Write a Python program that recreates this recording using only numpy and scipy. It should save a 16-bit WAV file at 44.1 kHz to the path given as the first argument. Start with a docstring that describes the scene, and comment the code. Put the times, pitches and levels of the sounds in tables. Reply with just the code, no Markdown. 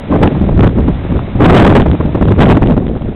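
"""Storm wind on a dusty street

Gusts hit the microphone of a small hand-held camera, in mono. Right at the port, eddies make a rumble
that grows louder and brighter with each gust; further off, the wind rushes steadily along the street.
The recorder passes only a narrow band and overloads in strong gusts, turning rumble into harsh crackle."""
import sys
import numpy as np
from scipy import signal
from scipy.fft import rfft, irfft
from scipy.io import wavfile
from scipy.ndimage import uniform_filter1d, map_coordinates

SR = 44100
rng = np.random.default_rng(int(sys.argv[2]) if len(sys.argv) > 2 else 0)


def unload_audio(sound):
    """Save the sound as a 16-bit wav file, at the path given as the first command line argument."""
    columns = np.transpose(np.atleast_2d(sound))
    # keep every value between -1 and 1, then stretch to whole-number steps
    steps = np.round(np.clip(columns, -1, 1) * 32767)
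    wavfile.write(sys.argv[1], SR, steps.astype(np.int16))


N = 138915


def buffeting():
    """Eddies sweep over the microphone port: faster flow raises their pitch, gusts their pressure."""
    # wind pressure on the microphone: t/s, level/dB
    gusts = [(0, -28.5), (.085, -20), (.115, -4.5), (.16, -3), (.185, -12.5), (.22, -3.5), (.28, -6.5),
             (.3, -22), (.33, -12.5), (.39, -11), (.54, -9), (.57, 1), (.665, 1), (.69, -9), (.745, -13.5),
             (.78, -7), (.86, -8), (.92, -13), (1.01, -17), (1.09, -18.5), (1.18, -12), (1.23, -17),
             (1.32, -21), (1.39, -11.5), (1.42, 6.5), (1.58, 12), (1.605, 9), (1.72, -3.5), (1.82, 0),
             (1.84, -14), (1.9, 0), (1.98, -21.5), (2.05, -11), (2.13, -15.5), (2.2, -16.5), (2.26, -6.5),
             (2.32, 0.5), (2.355, -17), (2.41, 10.5), (2.46, 2), (2.56, -0.5), (2.595, -17), (2.67, -5.5),
             (2.75, -9.5), (2.82, -15), (2.93, -15), (2.99, -27), (3.07, -11.5), (3.15, -23)]
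    # knee of the rumble, higher when the eddies pass faster: t/s, f/Hz
    knee = [(0, 224), (.065, 191.6), (.13, 360.5), (.28, 230.3), (.39, 159.5), (.6, 165.8), (.85, 180.4),
            (.94, 125.6), (1.07, 170.3), (1.38, 179.9), (1.5, 292.2), (1.79, 268.9), (1.89, 150.8),
            (2.0, 209.3), (2.3, 169.6), (2.55, 250.7), (2.75, 181.1), (2.92, 171), (3.15, 240.7)]
    # spectral density of the eddies with the knee at ref_knee_hz: f/Hz, level/dB
    eddy_spectrum = [(15, -0.5), (50, 1), (110, -0.5), (190, -1), (300, -8), (500, -15.5), (900, -33),
                     (1800, -50.5), (4000, -66)]
    ref_knee_hz, port_highpass_hz, steady_s, trim_db = 200, 32.4, .014, -0.5
    flutter_db, flutter_octaves = 1.85, .22
    flutter = walk(per_s=150)  # quick swings inside a gust
    slap_db, slap_octaves = slaps()
    pressure_db = curve(gusts) + slap_db + flutter_db * flutter
    speed = curve(knee) / ref_knee_hz * 2 ** (slap_octaves + flutter_octaves * flutter)
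    pattern = noise(eddy_spectrum, size=2 * N)
    eddies = map_coordinates(pattern, [np.cumsum(speed)], order=3, mode="mirror")
    port = signal.butter(2, port_highpass_hz, "high", fs=SR, output="sos")
    rumble = signal.sosfilt(port, eddies)
    # even out the rumble so that the pressure sets its level
    rumble /= np.sqrt(uniform_filter1d(rumble ** 2, int(steady_s * SR)))
    return rumble * undb(trim_db + pressure_db) + tearing(pressure_db)


def slaps():
    """Large eddies slap the port, hold and die away; gives the shifts of pressure and knee over time."""
    # single large eddies: t/s, pressure shift/dB, length/s, knee shift/octaves
    large_eddies = [(0.117, 0, 0.016, 0.046), (0.134, -5.5, 0.0054, 0.44), (0.229, 13, 0.013, 0.54),
                    (0.261, 1, 0.015, 0.42), (0.35, 2.5, 0.014, 0.75), (.413, 6, .015, 0.52),
                    (0.482, -1, 0.011, .6), (0.624, 5.5, 0.0058, .8), (.639, 4, .01, .8),
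                    (0.659, 4, .01, 0.52), (0.783, 0.5, 0.01, 0.53), (.88, 5, 0.015, 0.64),
                    (1.048, 6, 0.013, 0.55), (1.102, 7.5, .022, 0.63), (1.154, 6, .018, 0.58),
                    (1.352, 8, 0.011, .2), (1.4, -1.5, 0.016, 0.56), (1.44, 4, 0.011, 0.54),
                    (1.496, -1, .012, 0.35), (1.519, -2, .012, 0.34), (1.564, 14.5, .022, 0.32),
                    (1.645, 5, .005, 0.57), (1.666, 9, .012, .4), (1.702, 10.5, 0.013, .4),
                    (1.752, 12.5, 0.027, .6), (1.814, 4, .008, 0.42), (1.856, 1, .012, 0.75),
                    (1.932, 5.5, 0.013, 0.62), (2, 10, 0.014, 0.63), (2.052, 4.5, .01, -.3),
                    (2.146, 10, .012, 1.13), (2.173, 3.5, .012, 0.99), (2.209, 13, 0.02, .4),
                    (2.282, 1, .012, .5), (2.413, 9.5, .02, 0.77), (2.498, 11.5, 0.021, 0.45),
                    (2.525, -3, 0.0044, 0.64), (2.569, 12, 0.0079, 0.51), (2.616, 14.5, 0.017, .3),
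                    (2.698, 5, 0.027, 0.22), (2.768, 10, 0.012, .1), (2.832, 2.5, 0.019, 0.57),
                    (2.893, 2, 0.019, 0.26), (2.961, 8.5, 0.014, 0.51), (3.012, 7, 0.0098, 0.36)]
    attack_s, release_s = .0022, .006
    t = np.arange(N) / SR
    slap_db, slap_octaves = np.zeros(N), np.zeros(N)
    for start, db, length, octaves in large_eddies:
        attack = np.clip((t - start) / attack_s + 1, 0, 1)
        release = np.exp(-np.maximum(t - start - length, 0) / release_s)
        slap_db += db * attack * release
        slap_octaves += octaves * attack * release
    return slap_db, slap_octaves


def tearing(pressure_db):
    """In strong flow, tiny eddies tear off the edge of the port in very short, uneven spurts."""
    # spectral density of the tiny eddies: f/Hz, level/dB
    tear_spectrum = [(100, -9), (500, 5), (1000, 4.5), (2000, -8), (3000, -14), (4500, -3.5)]
    base_db, spread_db, growth = -27, 11.5, 1.5  # growth: dB gained per dB of pressure
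    hiss = noise(tear_spectrum, size=N)
    return hiss * undb(base_db + growth * pressure_db + spread_db * walk(per_s=600))


def street_rush():
    """Well back from the microphone, wind hisses smoothly through trees and fences."""
    # spectral density of wind and dust along the street: f/Hz, level/dB
    rush_spectrum = [(100, 1.5), (300, -13.5), (600, -3.5), (1000, -10.5), (1500, -15), (2200, -15.5),
                     (3200, -22), (4200, -14)]
    # slow course of the rush: t/s, level/dB
    rush_level = [(0, -26), (.7, -25), (1.3, -24), (1.8, -25.5), (2.1, -28.5), (2.7, -29), (2.85, -31.5),
                  (3.15, -30.5)]
    waver_db = -1.47
    return noise(rush_spectrum, size=N) * undb(curve(rush_level) + waver_db * walk(per_s=3.1))


def undb(db):
    """Decibels to gain."""
    return 10 ** (np.asarray(db) / 20)


def curve(rows):
    """Straight lines in time through rows of t/s, value."""
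    return np.interp(np.arange(N) / SR, *np.array(rows).T)


def noise(spectrum, size):
    """Noise of rms 1, shaped by rows of f/Hz, level/dB."""
    hz, db = np.array(spectrum).T
    f = np.maximum(np.fft.rfftfreq(size, 1 / SR), 1)
    gain = undb(np.interp(np.log(f), np.log(hz), db))
    x = irfft(rfft(rng.standard_normal(size)) * gain, size)
    return x / x.std()


def walk(per_s):
    """Smooth motion of spread 1 through `per_s` random values a second."""
    x = map_coordinates(rng.standard_normal(2048), [np.arange(N) / SR * per_s], mode="mirror")
    return x / x.std()


def scene():
    """Wind right on the microphone, with the street behind it, in mono."""
    return (buffeting() + street_rush())[None]


def record(dry):
    """The camera's input overloads, the band is narrowed, and the ringing peaks are cut flat again."""
    input_ceiling, output_ceiling = .71, .705
    band_hz, top_hz = 3760, 15800
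    overloaded = np.clip(dry[0], -input_ceiling, input_ceiling)
    band = signal.firwin(161, band_hz, window="blackman", fs=SR)
    padded = np.pad(overloaded, len(band) // 2, mode="edge")
    narrow = np.convolve(padded, band, "valid")
    flat = np.clip(narrow, -output_ceiling, output_ceiling)
    top_cut = signal.ellip(8, .1, 70, top_hz, fs=SR, output="sos")
    return signal.sosfilt(top_cut, flat)[None]


dry = scene()
out = record(dry)
unload_audio(out)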